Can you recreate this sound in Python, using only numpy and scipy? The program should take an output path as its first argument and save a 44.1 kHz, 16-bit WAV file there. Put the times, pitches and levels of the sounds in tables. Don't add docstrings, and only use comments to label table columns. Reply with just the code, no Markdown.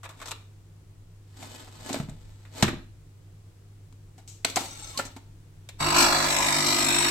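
import sys
import numpy as np
from scipy import signal
from scipy.fft import rfft, irfft, next_fast_len
from scipy.io import wavfile
from scipy.ndimage import map_coordinates

SR = 44100
rng = np.random.default_rng(int(sys.argv[2]) if len(sys.argv) > 2 else 0)


def to_wav(s):
    ch = np.atleast_2d(s).T
    pcm = np.round(np.clip(ch, -1, 1) * 32767)
    wavfile.write(sys.argv[1], SR, pcm.astype(np.int16))


N = 313110
T = np.arange(N) / SR

# frequency in Hz, relative level in dB per Hz.
AIR = [(12, -57), (20, -3.5), (65, -17.5), (81, -13), (101, -6), (127, -16), (158, -10), (187, -29),
       (301, -23), (459, -27.5), (499, -30.5), (542, -33), (1710, -40), (7730, -45.5), (16000, -53)]
AIR_DB = -53
# frequency in Hz, level in dB.
HUM = [(100, -50.5), (200, -76)]
ROOM_T60_S, ROOM_DB = 0.36, -10

# frequency in Hz, relative level in dB, t60 in seconds.
BODY_MODES = [(102, -1.5, 0.08), (157, 2.5, 0.07), (198, 1, 0.056), (268.5, 2, 0.07), (333, 0.5, 0.06)]
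# frequency in Hz, width in Hz, strength in dB.
SHELL = [(620, 63, 5), (850, 140, -0.5), (1420, 44, -4), (1720, 80, -6.5), (2450, 260, 2), (3650, 360, 8.5),
         (4100, 220, 4), (5030, 159, -5.5), (7900, 180, -10)]
# frequency in Hz, relative level in dB.
TICK = [(800, -33.5), (1800, -15), (2800, 2.5), (5000, 1.5), (8300, 5.5), (9200, -6.5), (12000, -0.5),
        (16000, -19.5)]
# frequency in Hz, relative level in dB.
CAPSULE_CLACK = [(150, -37), (350, -7), (600, 1), (950, 1), (1400, -1.5), (2400, -7.5), (3500, -18),
                 (8000, -43)]
# start in seconds, clack level in dB,
# tick level in dB, tick t60 in seconds, ring favoured by the contact point in Hz.
CAPSULE = [(0.0317, -47.5, -51, 0.053, 1230), (0.0403, -47.5, -51, 0.088, 2930),
           (0.0503, -46.5, -50, .05, 1300), (.058, -43.5, -54, .04, 1900), (0.0905, -50, -53, 0.13, 1100),
           (.1915, -56, -58, .04, 1500), (0.2002, -51, -54, 0.06, 2300), (0.2148, -44, -50, 0.057, 1250),
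           (.223, -44, -48, 0.058, 1600), (0.2568, -49, -45.5, 0.094, 5700), (0.273, -50, -43, 0.037, 5600),
           (.281, -47.5, -43, 0.081, 1200), (0.309, -40.5, -35, 0.023, 7560),
           (0.3151, -38, -31.5, 0.028, 2480), (.322, -41, -47, 0.036, 1160)]
# start in seconds, clack level in dB, tick level in dB, tick t60 in seconds,
# favoured ring in Hz.
BUTTON = [(5.6885, -49.5, -43, 0.052, 2230)]
LIGHT_THUD_DB, LIGHT_THUD_HZ = -21, 330

# time of full level in seconds,
# hold in seconds, level in dB, attack before full level in seconds, release in seconds.
PUSHES = [(.22, 0.028, -52, 0.1, 0.17), (1.415, 0.17, -47.5, 0.12, 0.28), (1.78, 0.059, -51, 0.12, .1),
          (1.89, 0.057, -37.5, 0.11, 0.1), (2.15, .35, -62, 0.19, .1), (2.565, .12, -40.5, 0.045, 0.037)]
# frequency in Hz, relative level in dB.
LEVER_COLOUR = [(100, -15), (310, 12), (450, -4), (750, 0), (1500, -4), (2600, -6), (4000, -3), (6000, -9),
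                (8200, -5), (9200, -22), (12000, -12), (16000, -31.5)]
# start in seconds, frequency in Hz,
# level in dB, t60 in seconds.
PINGS = [(.3165, 915, -44, 0.091), (.3165, 4010, -46, .14), (1.942, 620, -30, 0.046),
         (2.626, 813, -18, .03), (4.4464, 2280, -23, .03), (4.4473, 4090, -28, .03), (4.567, 707, -17, .04),
         (4.569, 2180, -24, .035), (4.9741, 4400, -30, .05), (4.992, 554, -27, 0.065),
         (4.996, 1365, -23, 0.047)]
# start in seconds, thud level in dB,
# thud centre in Hz, clack level in dB, tick level in dB, tick t60 in seconds, favoured ring in Hz.
LEVER_KNOCKS = [(1.425, -52, 260, -42, -49, 0.046, 810), (1.675, -58, 303.6, -52.5, -68, 0.05, 1000),
                (1.897, -40, 270, -34.5, -51, 0.037, 650), (1.906, -30, 265, -42, -50, .04, 620),
                (1.9285, -43, 282, -45, -33, 0.048, 6530), (1.942, -35, 255, -31, -35.5, 0.03, 780),
                (1.960, -32.5, 275, -37.5, -54, 0.051, 1200), (1.9995, -27.5, 161, -36.5, -47, 0.037, 600),
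                (2.086, -35.5, 155, -54, -62, 0.16, 540), (2.0952, -67, 166, -69, -51.5, 0.037, 7900),
                (2.4512, -68, 300, -57, -64.5, 0.087, 1780), (2.6245, -29, 125, -23, -19.5, 0.047, 5120),
                (2.628, -16, 186, -22.5, -26.5, 0.04, 1400), (2.641, -23.5, 315, -29.5, -38, 0.048, 1380),
                (2.679, -29, 160, -33, -43, .05, 1700), (2.685, -29.5, 318, -34.5, -43, 0.051, 1250),
                (2.730, -35, 320, -46.5, -76, .06, 620)]
# frequency in Hz, relative level in dB.
LEVER_CLACK = [(150, -40), (350, -4), (600, -3.5), (1400, -5.5), (2400, -6), (3500, -15.5), (8000, -51)]
# time of full level in
# seconds, hold in seconds, level in dB, attack before full level in seconds, release in seconds.
RUMBLES = [(2.08, 0.21, -49, .18, 0.28), (2.67, 0.11, -45.5, .1, 0.4), (4.6, 0.79, -56, 0.23, 0.33),
           (5.84, 0.29, -43.5, 0.17, .25)]

# start in seconds, thud level in dB, clack level in dB,
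# tick level in dB, tick t60 in seconds, favoured ring in Hz.
CLINKS = [(3.925, -58.5, -49, -57, 0.018, 896), (4.179, -59, -56, -62, 0.15, 784),
          (4.276, -68, -69, -52, 0.4, 6100), (4.4463, -52, -17, -31, 0.036, 2280),
          (4.4477, -35.5, -47, -18.5, 0.025, 4090), (4.4987, -46, -63, -39, 0.052, 4000),
          (4.5585, -62, -26, -23, 0.036, 6400), (4.566, -33.5, -18, -30, 0.041, 780),
          (4.572, -39, -22, -33, 0.047, 900), (4.606, -38.5, -44.5, -43.5, 0.25, 880),
          (4.974, -43.5, -39, -31, 0.064, 4400), (4.987, -46, -32, -38.5, 0.12, 554),
          (4.996, -39, -28, -41, 0.047, 1360), (5.051, -44, -48, -45, 0.093, 6300),
          (5.163, -44.5, -44.5, -53, 0.076, 940)]
MUG_THUD_HZ = 277
# frequency in Hz, width in Hz, strength in dB.
GRID = [(706, 150, 9.2), (880, 140, 8.3), (1380, 77, 6.8), (1490, 24, 2.64), (2280, 230, 3.3),
        (4090, 290, 2.2), (4890, 48, 6), (5540, 7.4, 7.7), (6730, 15, 10.3), (7300, 63, 4.3),
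        (7900, 220, 2.8)]
# frequency in Hz, relative level in dB.
CHINA = [(150, -30), (350, -3), (540, -2), (750, -2.5), (1400, -0.5), (2300, -0.5), (3000, -4.5),
         (4500, -4.5), (8000, -33)]
# time of full level in seconds,
# hold in seconds, level in dB, attack before full level in seconds, release in seconds.
SCRAPES = [(4.47, .005, -40.5, .02, 0.12), (4.6, .005, -35.5, 0.066, 0.062), (4.65, .36, -48.5, .05, .17)]
# frequency in Hz, relative level in dB.
SLIDE_COLOUR = [(100, -12.5), (300, 7), (600, -1.5), (1300, -5), (2500, 0), (4000, 0), (8300, -4.5),
                (9200, -7.5), (12000, -8), (16000, -15)]
# frequency in Hz, width in Hz, strength in dB.
BARS = [(554, 7.2, 16), (847, 12, 15.5), (1100, 29, 11), (4400, 150, 2), (6282, 60, 8), (7800, 167, 7.5)]
# time of full level in seconds, hold in seconds,
# level in dB, attack before full level in seconds, release in seconds.
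SHOVES = [(4.64, .13, -48, .05, .1), (4.84, 0.038, -43, 0.075, 0.12), (5.055, .005, -49, .02, .05)]
# frequency in Hz, width in Hz, relative level in dB.
SHOVE_RING = [(854, 20, 0.5), (1330, 19, -2.5), (2260, 51, -7), (3650, 83, 0), (4330, 94, -2.5),
              (5520, 48, -0.5), (6350, 55, 1), (7650, 120, 0.5), (8400, 90, -3)]
SHOVE_MID_S, SHOVE_SAG_PER_S = 4.85, .2
# time in seconds, pitch in Hz, level in dB.
SQUEAK = [(4.92, 1130, -78), (4.955, 1094, -49), (4.975, 1100, -44), (4.995, 1050, -57)]

MAINS_HZ, PUMP_START_S = 50, 5.801
COIL_DB, COIL_T60_S = -34.5, 0.95
# time in seconds, level in dB.
DRONE = [(5.81, -49), (5.886, -29), (5.936, -40), (5.978, -26), (6.2, -36.5), (6.45, -43.5), (6.616, -32),
         (7.07, -32)]
# multiple of the stroke rate, relative level in dB.
SHAKE = [(1, -4), (2, -30), (3, 1.5), (4, -6), (5, -2), (6, -2.5), (8, -16), (9, -6.5)]
# frequency in Hz, relative level in dB.
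PISTON_COLOUR = [(500, -15), (550, 6), (600, 4), (650, 3), (750, -1.5), (880, 1.5), (950, -1), (1040, 4.5),
                 (1130, -7), (1300, 4.5), (1500, -11), (2400, 0), (3000, -22)]
# frequency in Hz, relative level in dB.
RATTLE_COLOUR = [(60, -27), (110, -21), (170, -3.5), (330, 3.5), (480, -9.5), (600, 3), (900, 3.5),
                 (1300, 3), (1520, 1.5), (2000, 1), (2900, -1), (3400, -2.5), (4600, 2.5), (5100, -15),
                 (8000, -21.5)]
# frequency in Hz, relative level in dB.
FINE_COLOUR = [(3500, -17), (5200, 5.5), (5700, 10), (6100, 0), (6500, 8), (6900, 2), (7500, 5.5),
               (8200, 9.5), (8700, -0.5), (9200, -9), (11300, 0), (13000, -7), (16000, -38)]
# time in seconds, frequency in Hz, lift in dB.
FILLING = [(5.8, 1020, 12.5), (5.95, 1014, 13), (6.1, 855, 6.5), (6.25, 818, -6), (6.4, 951, 13.5),
           (6.55, 1029, 9), (6.7, 1167, 5.5), (7.1, 1263, 6.5)]
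FILLING_DB, FILLING_WIDTH_HZ = -47, 120
# time in seconds, pitch in Hz, level in dB.
COVER = [(5.8, 2373, -53), (6.0, 2370, -32), (6.2, 2336, -41), (6.42, 2375, -33), (6.7, 2450, -44),
         (6.93, 2490, -32.5), (7.1, 2476, -41)]
# time in seconds, pitch in Hz, level in dB.
PANEL = [(5.8, 3650, -60), (6.2, 3660, -54), (6.4, 3720, -43), (6.7, 3758, -41), (6.85, 3746, -39),
         (6.93, 3747, -30.5), (7.1, 3770, -31)]
# time of full level in seconds, hold in seconds,
# pitch in Hz, level in dB.
CHATTER = [(5.826, .47, 1320, -35.5), (5.98, 0.036, 4330, -30), (5.988, 0.066, 7900, -33),
           (6.2, .1, 4600, -39), (6.665, .07, 3950, -32), (6.665, 0.058, 5720, -37)]
# frequency in Hz, relative level in dB.
KNOCK_COLOUR = [(400, -22.5), (900, -1), (1300, -2.5), (1700, 1), (2300, 3), (2750, -3), (3200, 0.5),
                (4400, 2.5), (5000, -7), (5500, -1.5), (6900, -7.5), (7900, 4), (8800, -15), (11500, -14),
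                (16000, -30)]
REBOUND_S, REBOUND_DB = 0.001301, -5
SURGE_S, SURGE_ATTACK_S, SURGE_HOLD_S = 5.925, 0.06, 0.044
PRESSURE_S, PRESSURE_RISE_S = 6.127, 0.46
# level running free in dB, lift in the surge in dB,
# release of the surge in seconds, lift at full pressure in dB.
HUM_LAW = (-40, 0, 0, 1.5)
PISTON_LAW = (-35, 8, 1.17, -5)
RATTLE_LAW = (-31.7, 7, 0.34, 0.7)
FINE_LAW = (-39.5, 12, 0.14, 6)
KNOCK_LAW = (-37, 8, 0.01, 3.5)

# frequency in Hz, left minus right in dB.
PORTS = [(100, 0), (250, .7), (700, -.5), (1300, -1.5), (2400, -.7), (4400, 0), (5700, 4), (7000, 8),
         (8100, 12), (9000, 4), (12000, 2), (15000, 3.5)]
TOP_HZ = 16000


def undb(db):
    return 10 ** (np.asarray(db) / 20)


def unit(x):
    return x / np.sqrt(np.mean(x ** 2))


def fade(t, t60):
    return np.exp(-np.log(1000) * t / t60)


def walk(rate, t=T):
    points = rng.standard_normal(2 ** 11)
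    return np.interp(t * rate, np.arange(len(points)), points)


def noise(size, apart_hz=900):
    f = np.arange(size // 2 + 1) * SR / size
    alike = 1 / (1 + (f / apart_hz) ** 2)
    mid, side = rfft(rng.standard_normal((2, size)))
    mid = mid * np.sqrt(1 + alike)
    side = side * np.sqrt(1 - alike)
    return irfft(np.array([mid + side, mid - side]), size) / np.sqrt(2)


def colour(x, spectrum, peaks=()):
    size = next_fast_len(x.shape[-1] // 2 + 4096) * 2
    f = np.arange(size // 2 + 1) * SR / size + 1e-3
    hz, db = np.transpose(spectrum)
    smooth = undb(np.interp(np.log(f), np.log(hz), db))
    power = 1 + sum(undb(2 * lift) / (1 + (2 * (f - centre) / width) ** 2) for centre, width, lift in peaks)
    cepstrum = irfft(np.log(smooth * np.sqrt(power)))
    cepstrum[1:size // 2] *= 2
    cepstrum[size // 2 + 1:] = 0
    response = np.exp(rfft(cepstrum))
    return irfft(rfft(x, size) * response)[..., :x.shape[-1]]


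def background():
    hum = 0
    for hz, db in HUM:
        gain = undb(db + .3 * walk(6)) * np.sqrt(2)
        hum = hum + gain * np.sin(2 * np.pi * hz * T + .1 * walk(5))
    air = unit(colour(noise(N, apart_hz=494.4), AIR))
    return hum + air * undb(AIR_DB + 0.62 * walk(2.8))


def blows(table, peaks, clack, rise_s, clack_longer, apart_hz, favour_db, favour_width, crack_db,
          tick_rise_s=0.00089, thud_rise_s=0.002, spread=0.24, thud_apart=.2):
    t = T[:SR // 2]
    out = np.zeros((2, N))
    click = 1. * (t[:SR // 10] == 0)
    responses = [colour(click, spectrum, peaks) for spectrum in (TICK, clack)]
    for s, thud_db, thud_hz, clack_db, tick_db, t60, ring_hz in table:
        span = slice(int(s * SR), int(s * SR) + len(t))
        favour = signal.iirpeak(ring_hz, 1 / favour_width, fs=SR)
        contacts = ((tick_db, t60, tick_rise_s), (clack_db, t60 * clack_longer, rise_s))
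        for response, (db, decay, rise) in zip(responses, contacts):
            response = response + undb(favour_db) * signal.lfilter(*favour, response)
            response = response / np.linalg.norm(response)
            contact = noise(len(t), apart_hz) * fade(t, decay) * (1 - np.exp(-t / rise))
            contact[:, int(rise * SR)] += undb(crack_db) * np.linalg.norm(contact[0])
            out[:, span] += 2 * undb(db) * signal.fftconvolve(contact, response[None])[:, :len(t)]
        thud = 0
        for hz, db, ring_s in BODY_MODES:
            answer = undb(db) * np.exp(-(np.log(hz / thud_hz) / spread) ** 2)
            tone = np.sin(2 * np.pi * hz * t + [[thud_apart], [-thud_apart]])
            thud = thud + answer * fade(t, ring_s) * tone
        thud = thud * (1 - np.exp(-t / thud_rise_s))
        out[:, span] += undb(thud_db) * 2 * thud / np.abs(thud).max()
    return out


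def capsule_and_button():
    light = []
    for s, clack_db, *rest in CAPSULE + BUTTON:
        light.append((s, clack_db + LIGHT_THUD_DB, LIGHT_THUD_HZ, clack_db, *rest))
    return blows(light, SHELL[2:], CAPSULE_CLACK, rise_s=0.00066, clack_longer=1.2, apart_hz=1700,
                 favour_db=3.0, favour_width=0.3, crack_db=-11)


def room(x, build_s=0.0019):
    t = T[:SR * 3 // 4]
    tail = noise(len(t)) * fade(t, ROOM_T60_S) * (1 - np.exp(-t / build_s))
    tail = colour(tail, [(100, 5.0), (500, -0.5), (4000, 0.0), (8000, -10.0), (15000, -4.0)])
    return x + undb(ROOM_DB) * signal.fftconvolve(x, tail / np.linalg.norm(tail[0]), axes=1)[:, :N]


def grains(spread_db, size=24):
    strength = undb(spread_db * np.minimum(rng.exponential(size=N // size + 1), np.pi))
    return noise(N) * np.repeat(strength, size)[:N]


def slips(per_s, spread_db=4):
    happens = rng.random(N) < per_s / SR
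    return unit(happens * undb(spread_db * np.clip(rng.standard_normal(N), -2, 2)))


def nearby(x, echo_db, drift_s, count=4):
    out = x.copy()
    for port in range(2):
        for lag in rng.uniform(.0015, .008, count):
            out[port] += undb(echo_db) * np.interp(T - lag - drift_s * walk(3), T, x[port])
    return out


def swells(table):
    power = 0
    for s, hold, db, attack, release in table:
        away = np.maximum(s - T, 0) / attack + np.maximum(T - s - hold, 0) / release
        power = power + undb(db - 20 * away) ** 2
    return np.sqrt(power)


def rub(table, spectrum, peaks, grain_db, catch_db, slip_rate, slip_db):
    contact = unit(grains(grain_db)) + undb(slip_db) * slips(slip_rate)
    contact = unit(nearby(colour(contact, spectrum, peaks), echo_db=-6.0, drift_s=.0001))
    return contact * swells(table) * undb(catch_db * walk(70))


def pushes():
    return rub(PUSHES, LEVER_COLOUR, SHELL[:3], grain_db=2.5, catch_db=1.16, slip_rate=200, slip_db=-1)


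def pings(split=0.096, second_db=-7):
    out, t = np.zeros((2, N)), T[:SR // 4]
    for s, hz, db, t60 in PINGS:
        phases = 2 * np.pi * rng.random((2, 2, 1))
        first = np.sin(2 * np.pi * hz * t + phases[0] / 4)
        second = undb(second_db) * np.sin(2 * np.pi * hz * (1 + split) * t + phases[1])
        envelope = fade(t, t60) * (1 - np.exp(-t / 0.00037))
        out[:, int(s * SR):int(s * SR) + len(t)] += undb(db) * (first + second) * envelope
    return out


def lever():
    return blows(LEVER_KNOCKS, SHELL, LEVER_CLACK, rise_s=0.00087, clack_longer=1.18, apart_hz=1700,
                 favour_db=8.5, favour_width=0.46, crack_db=-10)


def rumble():
    spectrum = [(12, -13.5), (28, -1.5), (60, -7.5), (90, -16.5), (180, -42.5), (600, -71.0)]  # Hz, dB
    return unit(colour(noise(N, apart_hz=110), spectrum)) * swells(RUMBLES)


def mug_blows():
    clinks = [(s, thud_db, MUG_THUD_HZ, *rest) for s, thud_db, *rest in CLINKS]
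    return blows(clinks, GRID, CHINA, rise_s=0.00249, clack_longer=0.79, apart_hz=2090,
                 favour_db=4, favour_width=0.22, crack_db=-14.0)


def scrapes():
    return rub(SCRAPES, SLIDE_COLOUR, BARS, grain_db=2.5, catch_db=1.5, slip_rate=200, slip_db=-4.0)


def sing(drive, hz, width_hz):
    pole = np.exp(-np.pi * abs(width_hz) / SR)
    contact = drive * (rng.standard_normal((2, N)) + 1j * rng.standard_normal((2, N)))
    ring = signal.lfilter([np.sqrt(1 - pole ** 2)], [1, -pole], contact)
    return np.real(ring * np.exp(2j * np.pi * np.cumsum(hz) / SR))


def shove(catch_db=2.5, wander=.012, slip_rate=450):
    drive = swells(SHOVES) * undb(catch_db * walk(90)) * slips(slip_rate)
    glide = 1 - SHOVE_SAG_PER_S * np.clip(T - SHOVE_MID_S, -.2, .1)
    total = np.sqrt(sum(undb(db) ** 2 for _, _, db in SHOVE_RING))
    rings = 0
    for hz, width, db in SHOVE_RING:
        rings = rings + undb(db) * sing(drive, hz * glide * (1 + wander * walk(20)), width)
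    return rings / total


def squeak(wobble_hz=25):
    s, hz, db = np.transpose(SQUEAK)
    phase = 2 * np.pi * np.cumsum(np.interp(T, s, hz) + wobble_hz * walk(150)) / SR
    return np.sqrt(2) * np.sin(phase) * undb(np.interp(T, s, db)) * (T > s[0]) * (T < s[-1])


def buzz(partials, waver_db, scatter, wander, apart_hz, lift_width=0.2, rough_db=1.9):
    start = int(PUMP_START_S * SR)
    t, out = T[:N - start], np.zeros((2, N))
    s, *columns = np.transpose(FILLING)
    lift_hz, lift_db = (np.interp(T[start:], s, column) for column in columns)
    for multiple, db in partials:
        hz = round(multiple) * MAINS_HZ
        lift = lift_db * np.exp(-(np.log(hz / lift_hz) / lift_width) ** 2)
        gain = undb(db + waver_db * walk(5.05, t) + rough_db * walk(MAINS_HZ, t) + lift)
        phase = 2 * np.pi * hz * (t - .003) + scatter * rng.standard_normal() + wander * walk(5.55, t)
        apart = hz / apart_hz * walk(2.54, t)
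        out[:, start:] += gain * np.cos([phase + apart, phase - apart])
    return out * np.clip((T - PUMP_START_S) / 0.0061, 0, 1)


def coil():
    tone = buzz([(2, 0), (3, 1)], waver_db=1, scatter=2, wander=.15, apart_hz=1000)
    return tone * undb(COIL_DB) * fade(np.maximum(T - PUMP_START_S, 0), COIL_T60_S)


def drone():
    tone = buzz([(5, -9), (6, -9), (7, 0)], waver_db=1.2, scatter=2, wander=.15, apart_hz=2500)
    return tone * undb(np.interp(T, *np.transpose(DRONE)))


def strokes(scatter_db, jitter_s):
    times = np.arange(PUMP_START_S, T[-1] - .002, 1 / MAINS_HZ)
    chance = rng.standard_normal((len(times), 2))
    places = np.round((times + jitter_s * chance[:, 0]) * SR).astype(int)
    out = np.zeros(N)
    out[np.clip(places, 0, N - 1)] = undb(scatter_db * chance[:, 1])
    return out


def load(law):
    free_db, surge_db, release_s, pressure_db = law
    surge = 0
    if surge_db:
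        rise = (T - SURGE_S) / SURGE_ATTACK_S
        fall = 1 - (T - SURGE_S - SURGE_ATTACK_S - SURGE_HOLD_S) / release_s
        surge = np.clip(np.minimum(rise, fall), 0, 1)
    pressure = np.sin(np.pi / 2 * np.clip((T - PRESSURE_S) / PRESSURE_RISE_S, 0, 1))
    return undb(free_db + surge_db * surge + pressure_db * pressure)


def end_stop(delay_s=.0034, t60=0.062, crack_db=-16, change_per_s=7, count=3):
    kicks = strokes(scatter_db=1.8, jitter_s=.00006)
    first = np.roll(kicks, int(delay_s * SR))
    rebound = undb(REBOUND_DB) * np.roll(kicks, int((delay_s + REBOUND_S) * SR))
    hits = (first + rebound) * (T > PUMP_START_S)
    shares = np.array([walk(change_per_s) for _ in range(count)])
    t, out = T[:SR // 10], 0
    for share in shares / np.linalg.norm(shares, axis=0):
        ring = noise(len(t)) * fade(t, t60)
        out = out + signal.oaconvolve((hits * share)[None], ring / np.linalg.norm(ring[0]))[:, :N]
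    return colour(out + undb(crack_db) * hits, KNOCK_COLOUR)


def panels(gate, cover_width_hz=110, panel_width_hz=60, chatter_width_hz=80, chatter_fade_s=.03):
    drive, out = gate / np.sqrt(np.mean(gate[T > PUMP_START_S] ** 2)), 0
    curves = ((COVER, cover_width_hz, 0), (PANEL, panel_width_hz, 0), (FILLING, FILLING_WIDTH_HZ, FILLING_DB))
    for curve, width, base_db in curves:
        s, hz, db = np.transpose(curve)
        out = out + sing(drive, np.interp(T, s, hz), width) * undb(base_db + np.interp(T, s, db))
    for s, hold, hz, db in CHATTER:
        swell = swells([(s, hold, db, chatter_fade_s, chatter_fade_s)])
        out = out + sing(drive * swell, np.full(N, hz), chatter_width_hz)
    return out


def shifting(x, depth_db, width_hz=170, per_s=5.5):
    f, t, z = signal.stft(x, SR, nperseg=1024)
    place = np.meshgrid(f / width_hz, t * per_s, indexing="ij")
    ripple = map_coordinates(rng.standard_normal((256, 128)), place, order=1, mode="mirror")
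    depth = depth_db * np.clip(f / 2000, 0, 1)[:, None]
    return signal.istft(z * undb(depth * np.minimum(ripple, 1)), SR)[1][:, :N]


def pump(rattle_t60=0.085, rattle_rise_s=0.0032, lead_s=0.017):
    shake = buzz(SHAKE, waver_db=2.3, scatter=2, wander=.25, apart_hz=1000)
    multiples = np.arange(10, 60)
    levels = np.interp(multiples * MAINS_HZ, *np.transpose(PISTON_COLOUR))
    piston = buzz(zip(multiples, levels), waver_db=1.5, scatter=0.94, wander=1.1, apart_hz=1430)
    t = T[:SR // 5]
    burst = fade(t, rattle_t60) * (1 - np.exp(-t / rattle_rise_s))
    kicks = strokes(scatter_db=1.1, jitter_s=.0003)
    floor = .17 * np.clip((T - PUMP_START_S) / lead_s + 1, 0, 1)
    gate = signal.fftconvolve(kicks, burst)[:N] + floor
    parts = gate * grains(2.7, size=45)
    grit = gate * grains(2.5, size=40)
    coarse = nearby(colour(parts, RATTLE_COLOUR), echo_db=-7.0, drift_s=.00007)
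    sizzle = nearby(colour(grit, FINE_COLOUR), echo_db=-5.5, drift_s=.00006)
    layers = [(shake, HUM_LAW), (piston, PISTON_LAW), (coarse, RATTLE_LAW), (sizzle, FINE_LAW),
              (end_stop(), KNOCK_LAW)]
    housing = 0
    for x, law in layers:
        housing = housing + x * load(law) / np.std(x.mean(axis=0)[T > PUMP_START_S])
    return panels(gate) + shifting(housing, depth_db=5.5)


def scene():
    machine = capsule_and_button() + pushes() + lever()
    mug = mug_blows() + scrapes() + shove() + squeak()
    running = pump() + coil() + drone()
    return room(machine + mug) + pings() + running + rumble() + background()


def record(dry):
    left = colour(dry[0], [(hz, db / 2) for hz, db in PORTS])
    right = colour(dry[1], [(hz, -db / 2) for hz, db in PORTS])
    top_cut = signal.ellip(8, .2, 70, TOP_HZ, fs=SR, output="sos")
    return signal.sosfilt(top_cut, np.array([left, right]))


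dry = scene()
out = record(dry)
to_wav(out)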